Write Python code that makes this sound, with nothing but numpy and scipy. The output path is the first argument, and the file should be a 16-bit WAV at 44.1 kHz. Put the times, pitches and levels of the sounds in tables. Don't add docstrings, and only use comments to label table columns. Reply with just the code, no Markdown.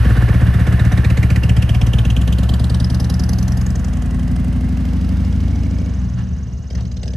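import sys
import numpy as np
from scipy import signal
from scipy.fft import rfft, irfft, next_fast_len
from scipy.io import wavfile
from scipy.ndimage import uniform_filter1d, minimum_filter1d, map_coordinates

SR = 44100
rng = np.random.default_rng(int(sys.argv[2]) if len(sys.argv) > 2 else 0)


def wav_out(sig):
    wavfile.write(sys.argv[1], SR, np.round(np.clip(np.atleast_2d(sig).T, -1, 1) * 32767).astype(np.int16))


N = 315888
TIME = np.arange(N) / SR


def amp(db):
    return 10 ** (np.asarray(db) / 20)


def unit(x):
    return x / np.sqrt(np.mean(x ** 2) + 1e-20)


def along(points, hz):
    f, v = np.transpose(points)
    return np.interp(np.log(hz + 1), np.log(f + 1), v)


def curves(rows):
    s, *cols = np.transpose(rows)
    return [np.interp(TIME, s, c) for c in cols]


def filtered(x, response):
    m = next_fast_len(N + SR // 2)
    return irfft(rfft(x, m) * response(np.fft.rfftfreq(m, 1 / SR)), m)[..., :N]


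def coloured(x, spectrum):
    return unit(filtered(x, lambda hz: amp(along(spectrum, hz))))


def noise(spread):
    return unit(rng.standard_normal(N) + spread * rng.standard_normal((2, N)))


def resonances(hz, modes):
    return sum(amp(db) * 1j * hz * w / (c * c - hz * hz + 1j * hz * w) for c, w, db in modes)


# pitch in Hz, width in Hz, gain in dB.
PANEL_MODES = [(460, 20, -33), (730, 33, -5.5), (1100, 63, -1.5), (2810, 85, -2.5), (3117, 140, -0.5)]


def ringing(hz):
    return resonances(hz, PANEL_MODES)


def metal(x, spectrum):
    return coloured(filtered(x, lambda hz: 1 + ringing(hz)), spectrum)


def mottled(x, patchy_db, size=5):
    z = signal.stft(x, nperseg=256)[2]
    field = uniform_filter1d(rng.standard_normal(z.shape[1:]), 2, axis=0)
    field = unit(uniform_filter1d(field, size, axis=1))
    return unit(signal.istft(z * amp(patchy_db * field), nperseg=256)[1][:, :N])


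# time in seconds, four-stroke cycles per second.
ENGINE_SPEED = [(0.0, 8.848), (0.492, 7.676), (0.884, 8.072), (1.484, 7.477), (1.717, 8.188),
                (1.939, 8.429), (2.555, 9.613), (3.592, 10.849), (4.463, 12.143), (5.854, 13.324),
                (6.2, 11.45), (6.42, 9.7), (6.6, 7.79), (6.78, 10.116), (6.95, 8.236), (7.16, 10.522)]
START_TURN, VEE_TURN = -.47, 315 / 720


def firings(delay, second_db, scatter_db, jitter, second_lag=0, cylinders=(1, 1)):
    speed, = curves(ENGINE_SPEED)
    turns = START_TURN + np.cumsum(speed) / SR
    cycle = np.arange(-1, int(turns[-1]) + 1)
    strokes = np.ravel([cycle, cycle + VEE_TURN], order='F')
    times = np.interp(strokes, turns, TIME, right=np.inf)
    times = times + np.minimum(strokes - START_TURN, 0) / speed[0]
    chance = rng.standard_normal((len(times), 2))
    size = amp(np.tile([0, second_db], len(cycle)) + scatter_db * chance[:, 0])
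    size = size / np.sqrt(np.interp(times, TIME, speed))
    size = size * np.tile(cylinders, len(cycle))
    times = times + delay + np.tile([0, second_lag], len(cycle)) + jitter * chance[:, 1]
    heard = (times > 0) & (times < TIME[-1])
    return np.bincount((times[heard] * SR).astype(int), size[heard], N)


def bursts(pulses, rise, decay):
    t = TIME[:SR // 8]
    puff = (1 - np.exp(-(t / rise) ** 2)) * np.exp(-t / decay)
    return unit(signal.fftconvolve(pulses, puff)[:N])


def pipe(x, round_trip, reflection):
    kept = np.clip(reflection, 0, .9)
    return filtered(x, lambda hz: 1 / (1 - kept * np.exp(-2j * np.pi * hz * round_trip)))


def silencer(x, smear, centre_hz):
    def phase(hz):
        return np.pi * smear / centre_hz * (np.minimum(hz, 3 * centre_hz) - centre_hz) ** 2
    return filtered(x, lambda hz: np.exp(1j * phase(hz)))


# time in seconds, distance in metres.
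DISTANCE = [(0, 4.86), (.7, 5.1), (1.2, 5.72), (1.8, 7.58), (2.5, 10.36), (3, 13.14), (3.6, 15.5),
            (4.1, 23.5), (5.2, 33.7), (7.16, 61.4)]


def road(x, reflection, scatter_hz=3800):
    distance, = curves(DISTANCE)
    pipe_height, ear_height, sound_speed = .3, 1.5, 343
    lag = 2 * pipe_height * ear_height / distance / sound_speed
    bounce = np.array([map_coordinates(side, [(TIME - lag) * SR]) for side in x])
    steep = np.clip((11.5 - distance) / 4, 0, .7)
    bounce = bounce - steep * filtered(bounce, lambda hz: 1 / (1 + (scatter_hz / (hz + 1)) ** 8))
    return (x + reflection * bounce) / np.sqrt(1 + reflection ** 2)


# time in seconds, throttle from 0 (shut) to 1 (open).
THROTTLE_OPENING = [(.4, 0.18), (1, 0.51), (3.1, 1), (5.85, 0.69), (6.0, 0.3), (6.64, 0), (6.73, 0.97),
                    (6.91, 0.47), (7.05, .97), (7.16, 0.9)]
REF_M, REF_CYCLES = 10, 10


def level(law):
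    base_db, distance_db, revs_db, shut_db = law
    distance, = curves(DISTANCE)
    speed, = curves(ENGINE_SPEED)
    throttle, = curves(THROTTLE_OPENING)
    db = base_db - distance_db * np.log2(distance / REF_M)
    db = db + revs_db * np.log2(speed / REF_CYCLES) - shut_db * (1 - throttle)
    return amp(db)


# pitch in Hz, relative level in dB.
AIR_COLOUR = [(25, 10), (100, 20), (400, 2.5), (1000, -11.5), (3000, -23), (6000, -13.5), (9000, -33),
              (11000, -62), (13000, -72)]


def background_air():
    return amp(-40) * coloured(noise(spread=.15), AIR_COLOUR)


# pitch in Hz, time to fade by 60 dB in seconds.
TREE_FADE = [(100, 0.76), (1000, 0.014), (4000, 0.0091), (12000, 0.0047)]


def trees(x):
    hz, t, z = signal.stft(rng.standard_normal((2, SR // 2)), SR, nperseg=256)
    tail = signal.istft(z * amp(-60 * t / along(TREE_FADE, hz)[:, None]), SR, nperseg=256)[1]
    common = tail.mean(0)
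    own = filtered(np.pad(tail - common, ((0, 0), (0, N))), lambda hz: hz / (hz + 900))
    tail = common + own[:, :tail.shape[1]]
    late = np.pad(x, (SR // 40, 0))[None]
    return signal.fftconvolve(late, tail / np.linalg.norm(tail[0]), axes=1)[:, :N]


def bird(length=.024, low_hz=4800, high_hz=7400, level_db=-47.5):
    start, rate, husk = 4.813, 20.5, .03
    count, turn = np.divmod(np.maximum(TIME - start, 0) * rate, 1)
    chance = rng.standard_normal((int(count[-1]) + 1, 2))[count.astype(int)]
    sweep = np.minimum(turn / rate / length, 1)
    flutter = unit(uniform_filter1d(rng.standard_normal(N), size=40))
    hz = (low_hz + (high_hz - low_hz) * sweep) * (1 + 0.0089 * chance[:, 0] + husk * flutter)
    swell = np.clip((TIME - start) / 1.06, 0, 1)
    whistle = np.sin(np.pi * sweep) * np.sin(2 * np.pi * np.cumsum(hz) / SR)
    return amp(level_db + chance[:, 1]) * swell * whistle


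TYRE_PEAK_S, TYRE_SWELL_S, TYRE_DB = 5.18, 1, -48.5
# pitch in Hz, relative level in dB.
TYRE_COLOUR = [(1000, 4.5), (2300, 0), (3600, -1), (5200, -3), (7000, -10.5), (9000, -11), (11500, -10),
               (13000, -45)]


def tyres():
    swell = np.exp(-((TIME - TYRE_PEAK_S) / TYRE_SWELL_S) ** 2)
    return amp(TYRE_DB) * swell * coloured(noise(spread=0.074), TYRE_COLOUR)


# four numbers in dB, as told in level().
WHINE_LAW = (-53, 2.5, 15, 18)


def whine(order=170, width_hz=90):
    speed, = curves(ENGINE_SPEED)
    fuzz = unit(filtered(noise(spread=0.11), lambda hz: 1 / (1 + (hz / width_hz) ** 2)))
    note = np.sin(2 * np.pi * order * np.cumsum(speed) / SR)
    return level(WHINE_LAW) * unit(fuzz * note)


# time in seconds, level in dB, length in seconds.
CLATTER_HITS = [(4.91, -48, 0.0064), (6.197, -42, 0.027), (6.79, -43.5, 0.018)]
# pitch in Hz, relative level in dB.
MACHINE_COLOUR = [(300, 6.5), (700, 3), (1100, 1.5), (1750, 3.5), (2300, -5.5), (2900, -4.5), (3600, -34),
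                  (5000, -37), (9000, -38)]
HISS_COLOUR = [(1500, 8.5), (2800, 13), (4000, 11), (5500, 5.5), (7000, -3), (9000, 2.5), (11500, 7.5),
               (13000, 0.5)]
# four numbers in dB, as told in level().
MACHINE_LAW = (-37, 7.5, 9.5, -2)
HISS_LAW = (-48.5, 7, 13.5, -3.5)
COVER_LAW = (-58.5, 16, -7.5, 2.5)
COVER_HZ, COVER_WIDTH_HZ = 1750, 55


def machinery():
    strokes = firings(delay=-0.023, second_db=-.5, scatter_db=.7, jitter=0.003)
    whirr = unit(1 + 0.62 * bursts(strokes, rise=0.026, decay=0.015))
    clatter = sum(amp(db) * np.exp(-((TIME - s) / length) ** 2) for s, db, length in CLATTER_HITS)
    gears = road(metal(noise(spread=0.29), MACHINE_COLOUR), reflection=0.22)
    gears = gears * np.hypot(level(MACHINE_LAW) * whirr, clatter)
    cover = noise(spread=0.31) * whirr
    cover = unit(filtered(cover, lambda hz: 1 / (1 + ((hz - COVER_HZ) / COVER_WIDTH_HZ) ** 2)))
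    hiss = coloured(noise(spread=0.41), HISS_COLOUR)
    far = np.clip((curves(DISTANCE)[0] - 15) / 22, 0, 1)
    hiss = hiss - far * filtered(hiss, lambda hz: 1 / (1 + (8500 / (hz + 1)) ** 8))
    return gears + level(COVER_LAW) * cover + np.hypot(level(HISS_LAW), amp(-5) * clatter) * hiss


SHIELD_HZ, SHIELD_WIDTH_HZ = 2850, 56
# four numbers in dB, as told in level().
SHIELD_LAW = (-69, -0.5, 1, 0)


def shield():
    ring = filtered(noise(spread=.2), lambda hz: 1 / (1 + ((hz - SHIELD_HZ) / SHIELD_WIDTH_HZ) ** 2))
    return level(SHIELD_LAW) * unit(ring)


# four numbers in dB, as told in level().
TICK_LAW = (-55.5, 1.5, 19, 11.5)
# pitch in Hz, relative level in dB.
TICK_COLOUR = [(1500, -21), (2400, -13), (3000, -2.5), (3900, -12), (5100, -1.5), (6300, -7.5),
               (8000, -12.5), (12000, -41)]


def ticks():
    blows = firings(delay=-.002, second_db=-4.5, scatter_db=1.5, jitter=.0002)
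    burst = noise(spread=0.07) * bursts(blows, rise=0.0027, decay=0.003)
    return level(TICK_LAW) * metal(burst, TICK_COLOUR)


# four numbers in dB, as told in level().
CLANG_LAW = (-44.5, 3.5, 6, 21)
# pitch in Hz, width in Hz, gain in dB.
CLANG_MODES = [(481, 27, 1.3), (724, 68, 1.1)]


def clang():
    blows = firings(delay=-0.004, second_db=-7.5, scatter_db=-0.5, jitter=0.00024)
    ring = filtered(blows, lambda hz: resonances(hz, CLANG_MODES) * hz / (hz + 400))
    return level(CLANG_LAW) * unit(filtered(ring, lambda hz: 1 / (1 + (hz / 1200) ** 4)))


# pitch in Hz, width in Hz, gain in dB.
THROAT_BANDS = [(1380, 150, -5.5), (1530, 57, -11), (1755, 50, 2)]
# four numbers in dB, as told in level().
THROAT_LAW = (-49.5, 13.5, 10.5, 1)


def throat():
    blows = firings(delay=-.002, second_db=0, scatter_db=1, jitter=.0004, second_lag=.001)
    gate = bursts(blows, rise=.003, decay=.013)

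    def hollow(hz):
        return sum(amp(db) / (1 + ((hz - centre) / width) ** 2) for centre, width, db in THROAT_BANDS)
    return level(THROAT_LAW) * unit(filtered(noise(spread=0.24) * gate, hollow))


# four numbers in dB, as told in level().
POP_LAW = (-43.5, 10.5, 3.5, -4.5)
# pitch in Hz, width in Hz, delay after the firing in seconds, relative level in dB.
POP_NOTES = [(490, 100, 0.0033, -10.5), (316, 24, .006, -7)]


def pops():
    blows = firings(delay=0, second_db=-2.0, scatter_db=3.7, jitter=0.00016)
    notes = 0
    for centre, width, delay, db in POP_NOTES:
        note = filtered(blows, lambda hz: np.exp(-((hz - centre) / width) ** 2 - 2j * np.pi * hz * delay))
        notes = notes + amp(db) * unit(note)
    return level(POP_LAW) * notes


# pitch in Hz, relative level in dB.
RASP_COLOUR = [(200, -4), (320, 5.5), (380, -9.5), (480, -14.5), (600, -3.5), (740, -1.5), (900, -18),
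               (1300, -33), (3000, -19.5)]
# four numbers in dB, as told in level().
RASP_LAW = (-34, 6, -1, 11)


def rasp():
    blows = firings(delay=-.006, second_db=-1, scatter_db=.9, jitter=.0002)
    rush = metal(noise(spread=0.16) * bursts(blows, rise=0.00047, decay=0.021), RASP_COLOUR)
    knock = coloured(filtered(pipe(blows, round_trip=.0083, reflection=0.4), ringing), RASP_COLOUR)
    return level(RASP_LAW) * (amp(-5.5) * rush + amp(-17.5) * knock)


# pitch in Hz, relative level in dB.
CHUFF_COLOUR = [(400, 5.5), (900, -5), (1400, 4.5), (1900, 13.5), (3200, 11), (4000, 5), (5500, -53),
                (8000, -34)]
SPIT_COLOUR = [(2500, -22), (4000, 1), (5000, 5), (6200, 4), (7500, -4.5), (9500, -7), (11500, -1.5),
               (13000, -16)]
# four numbers in dB, as told in level().
CHUFF_LAW = (-38, 6.5, -17.5, 27)
SPIT_LAW = (-40.5, 1.5, -22.5, 30.5)


def chuffs():
    slow = firings(delay=-0.0052, second_db=-.5, scatter_db=.8, jitter=0.0004, second_lag=.001)
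    slow = bursts(slow, rise=0.0028, decay=0.0056)
    quick = firings(delay=-0.0035, second_db=-3, scatter_db=1.3, jitter=0.0002, second_lag=-0.0012)
    quick = bursts(quick, rise=0.0023, decay=0.0036)
    revved = np.clip((curves(ENGINE_SPEED)[0] - 9.6) / 2, 0, 1)
    gate = (1 - revved) * slow + revved * quick
    chuff = level(CHUFF_LAW) * metal(mottled(noise(spread=0.3), patchy_db=4.5) * gate, CHUFF_COLOUR)
    spit = level(SPIT_LAW) * metal(mottled(noise(spread=0.58), patchy_db=4.5) * gate, SPIT_COLOUR)
    far = np.clip((curves(DISTANCE)[0] - 12) / 100, 0, 1)
    spit = spit - far * filtered(spit, lambda hz: 1 / (1 + (8800 / (hz + 1)) ** 8))
    return road(road(chuff + spit, reflection=.9), reflection=.4)


# time in seconds, level in dB.
BARK_LEVEL = [(0, -47), (1.5, -48), (2.4, -42.5), (3.5, -48.5), (4.3, -48.5), (5.1, -49), (5.85, -46),
              (6.0, -58), (6.65, -58), (6.72, -45), (6.9, -56), (7.05, -46)]
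BARK_HZ, BARK_WIDTH_HZ = 483, 167
# delay in seconds, relative level in dB, echo round trip in seconds,
# share reflected from 0 to 1.
BARK_ECHOES = [(.0035, 1.5, 0.00831, 0.35), (-.0004, -4.5, 0.012, 0.56)]


def bark():
    out = np.zeros(N)
    for cylinder, (delay, db, round_trip, reflection) in enumerate(BARK_ECHOES):
        only = np.eye(2)[cylinder]
        blows = firings(delay, second_db=0, scatter_db=1, jitter=.0001, cylinders=only)
        out += amp(db) * pipe(blows, round_trip, reflection)
    band = filtered(out, lambda hz: np.exp(-((hz - BARK_HZ) / BARK_WIDTH_HZ) ** 2))
    return amp(curves(BARK_LEVEL)[0]) * unit(band)


def exhaust(spectra, pipes, cycles, climb, scatter_db, jitter):
    speed, = curves(ENGINE_SPEED)
    steps = [.9, 1, 1.1]
    out = np.zeros(N)
    for cylinder, (delay, smear, round_trip, reflection) in enumerate(pipes):
        only = np.eye(2)[cylinder]
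        blows = firings(delay, second_db=1.5, scatter_db=scatter_db, jitter=jitter, cylinders=only)
        wave = pipe(silencer(blows, smear, centre_hz=100), round_trip, reflection)
        colour = np.array(spectra)[:, [0, cylinder + 1]]
        slid = filtered(wave, lambda hz: np.array([amp(along(colour, hz / step ** climb)) for step in steps]))
        for weight, copy in zip(np.eye(len(steps)), slid):
            out += np.interp(speed / cycles, steps, weight) * copy
    return out


# time in seconds, level in dB.
BOOM_LEVEL = [(0, -11), (1.5, -12), (3.05, -15), (3.83, -17.5), (4.33, -16), (4.83, -17.5), (5.46, -17.5),
              (5.85, -20), (6.1, -20), (6.35, -22.5), (6.68, -28), (6.78, -19.5), (6.94, -25.5),
              (7.16, -21.5)]
# pitch in Hz, first pipe's relative level in dB, second pipe's relative level in dB.
IDLE_COLOUR = [(30.4, -69, -13), (49, -38, -56), (56.4, -15.5, -13.5), (68.3, -7.5, -13), (83.6, -21, -26),
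               (106, -11, -14), (114.8, -14.5, -6.5), (130, -14, -25.5), (161, -25, -32), (175, -22, -12.5),
               (200, -30, -37.5), (236, -31, -30.5), (256, -37, -34), (300, -34.5, -40.5), (370, -54, -51)]
PULL_COLOUR = [(30.0, -31, -48), (44.8, -20.5, -40), (56.5, -4.5, -7), (69.5, -8.5, -10),
               (79, -22.5, -15.5), (99.5, -19.5, -43), (114.8, -15.5, -6), (134, -23.5, -33.5),
               (171.5, -17.5, -33), (176.6, -22.5, -11.5), (196.6, -33.5, -29.5), (231, -26, -26.5),
               (264, -24, -52), (292, -49.5, -34), (380.0, -43, -47)]
REV_COLOUR = [(30.0, -49.0, -57), (44.8, -31.0, -14.5), (51.6, -27, -8), (69.6, -8.5, -10.5),
              (85, -6.5, -13.5), (99, -21, -20), (113, -31, -24.5), (133, -52, -17.0),
              (156.8, -17.5, -13.5), (178.6, -12, -37.5), (203.2, -44, -16), (230, -31, -23.5),
              (245, -24.5, -18), (297, -39, -32.5), (382, -35.5, -47)]
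COAST_COLOUR = [(30, -33, -42), (48.4, -18, -19), (65, -7.5, -7), (77.8, -6, -6), (98, -24, -16.5),
                (113, -8.5, -13), (137, -27, -23), (160, -15, -19), (181, -17.5, -17), (215, -28.5, -30.5),
                (256, -26.5, -26.5), (310, -47, -53)]
# delay in seconds, smear in seconds,
# echo round trip in seconds, share reflected from 0 to 1.
IDLE_ECHOES = [(.0222, .0125, .0277, .15), (.021, .0091, .0152, .36)]
PULL_ECHOES = [(.0205, .0081, .0277, .16), (.0197, .0197, .0105, .24)]
REV_ECHOES = [(.0207, .0087, .0275, .26), (.0187, .0133, .0163, .33)]
COAST_ECHOES = [(0.02043, .012, 0.0275, .3), (0.01997, 0.01705, .0163, 0.4)]
CLUTCH_S, CLUTCH_FADE_S = 5.88, .14


def boom(low_hz=34, high_hz=345):
    speed, = curves(ENGINE_SPEED)
    state = np.interp(speed, [8.0, 9.1, 10.6, 11.5], [0, 1, 1, 2])
    voices = [exhaust(IDLE_COLOUR, IDLE_ECHOES, cycles=8, climb=.11, scatter_db=.6, jitter=.0003),
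              exhaust(PULL_COLOUR, PULL_ECHOES, cycles=10, climb=.32, scatter_db=.45, jitter=.00012),
              exhaust(REV_COLOUR, REV_ECHOES, cycles=12, climb=.8, scatter_db=.25, jitter=.00005)]
    beat = sum(np.maximum(1 - abs(state - k), 0) * voice for k, voice in enumerate(voices))
    drone = exhaust(COAST_COLOUR, COAST_ECHOES, cycles=10.6, climb=0.22, scatter_db=0.5, jitter=0.00082)
    clutch = np.clip((TIME - CLUTCH_S) / CLUTCH_FADE_S, 0, 1)
    beat = (1 - clutch) * beat + clutch * drone
    beat = filtered(beat, lambda hz: 1 / (1 + (low_hz / (hz + 1)) ** 4) / (1 + (hz / high_hz) ** 10))
    power = uniform_filter1d(uniform_filter1d(beat ** 2, size=11025), size=8000)
    return amp(curves(BOOM_LEVEL)[0]) * beat / np.sqrt(abs(power) + 1e-20)


def scene():
    song = bird()
    pipes = boom() + bark() + chuffs() + rasp() + pops() + throat() + clang()
    bike = pipes + ticks() + shield() + machinery() + whine() + tyres()
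    distance, = curves(DISTANCE)
    wet = amp(-9.5) * (distance / 30) ** .5
    answer = trees(filtered(bike.mean(0), lambda hz: hz ** 2 / (hz ** 2 + 160 ** 2)))
    return bike + wet * answer + song + amp(-28) * trees(song) + background_air()


# pitch in Hz, left level minus right level in dB.
SIDE_TILT = [(60, 1.0), (110, 0.5), (200, -0.5), (360, -2.5), (650, -3.0), (1180, -4.5), (2140, -5.0),
             (3880, -2.5), (7050, 0.0), (12800, 0.0)]
# pitch in Hz, how far the left side leads in radians.
SIDE_LEAD = [(0, 0), (60, -.17), (115, -.32), (220, -.42), (470, -.38), (900, -.1), (1800, -.24),
             (2900, .8), (3900, .4), (4700, 1), (5500, -1.3), (6200, .5), (7000, -.8), (8700, -.2),
             (9700, -2.9), (11200, -4.8), (11700, -6.3)]
# pitch in Hz, gain in dB.
PORT_COLOUR = [(9000, 1), (9600, 7), (10150, -7.5), (10700, 4), (11400, 2.5), (12200, -6), (13000, -21)]
TOP_HZ = 13300


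def record(dry):
    sides = np.array([[.5], [-.5]])

    def port(hz):
        gain = amp(along(PORT_COLOUR, hz) + sides * along(SIDE_TILT, hz))
        return gain * np.exp(1j * sides * along(SIDE_LEAD, hz))
    x = filtered(dry, port)
    needed = np.minimum(1, .92 / (np.abs(x).max(0) + 1e-9))
    gain = uniform_filter1d(minimum_filter1d(needed, size=441), size=441)
    return filtered(x * gain, lambda hz: hz < TOP_HZ)


dry = scene()
out = record(dry)
wav_out(out)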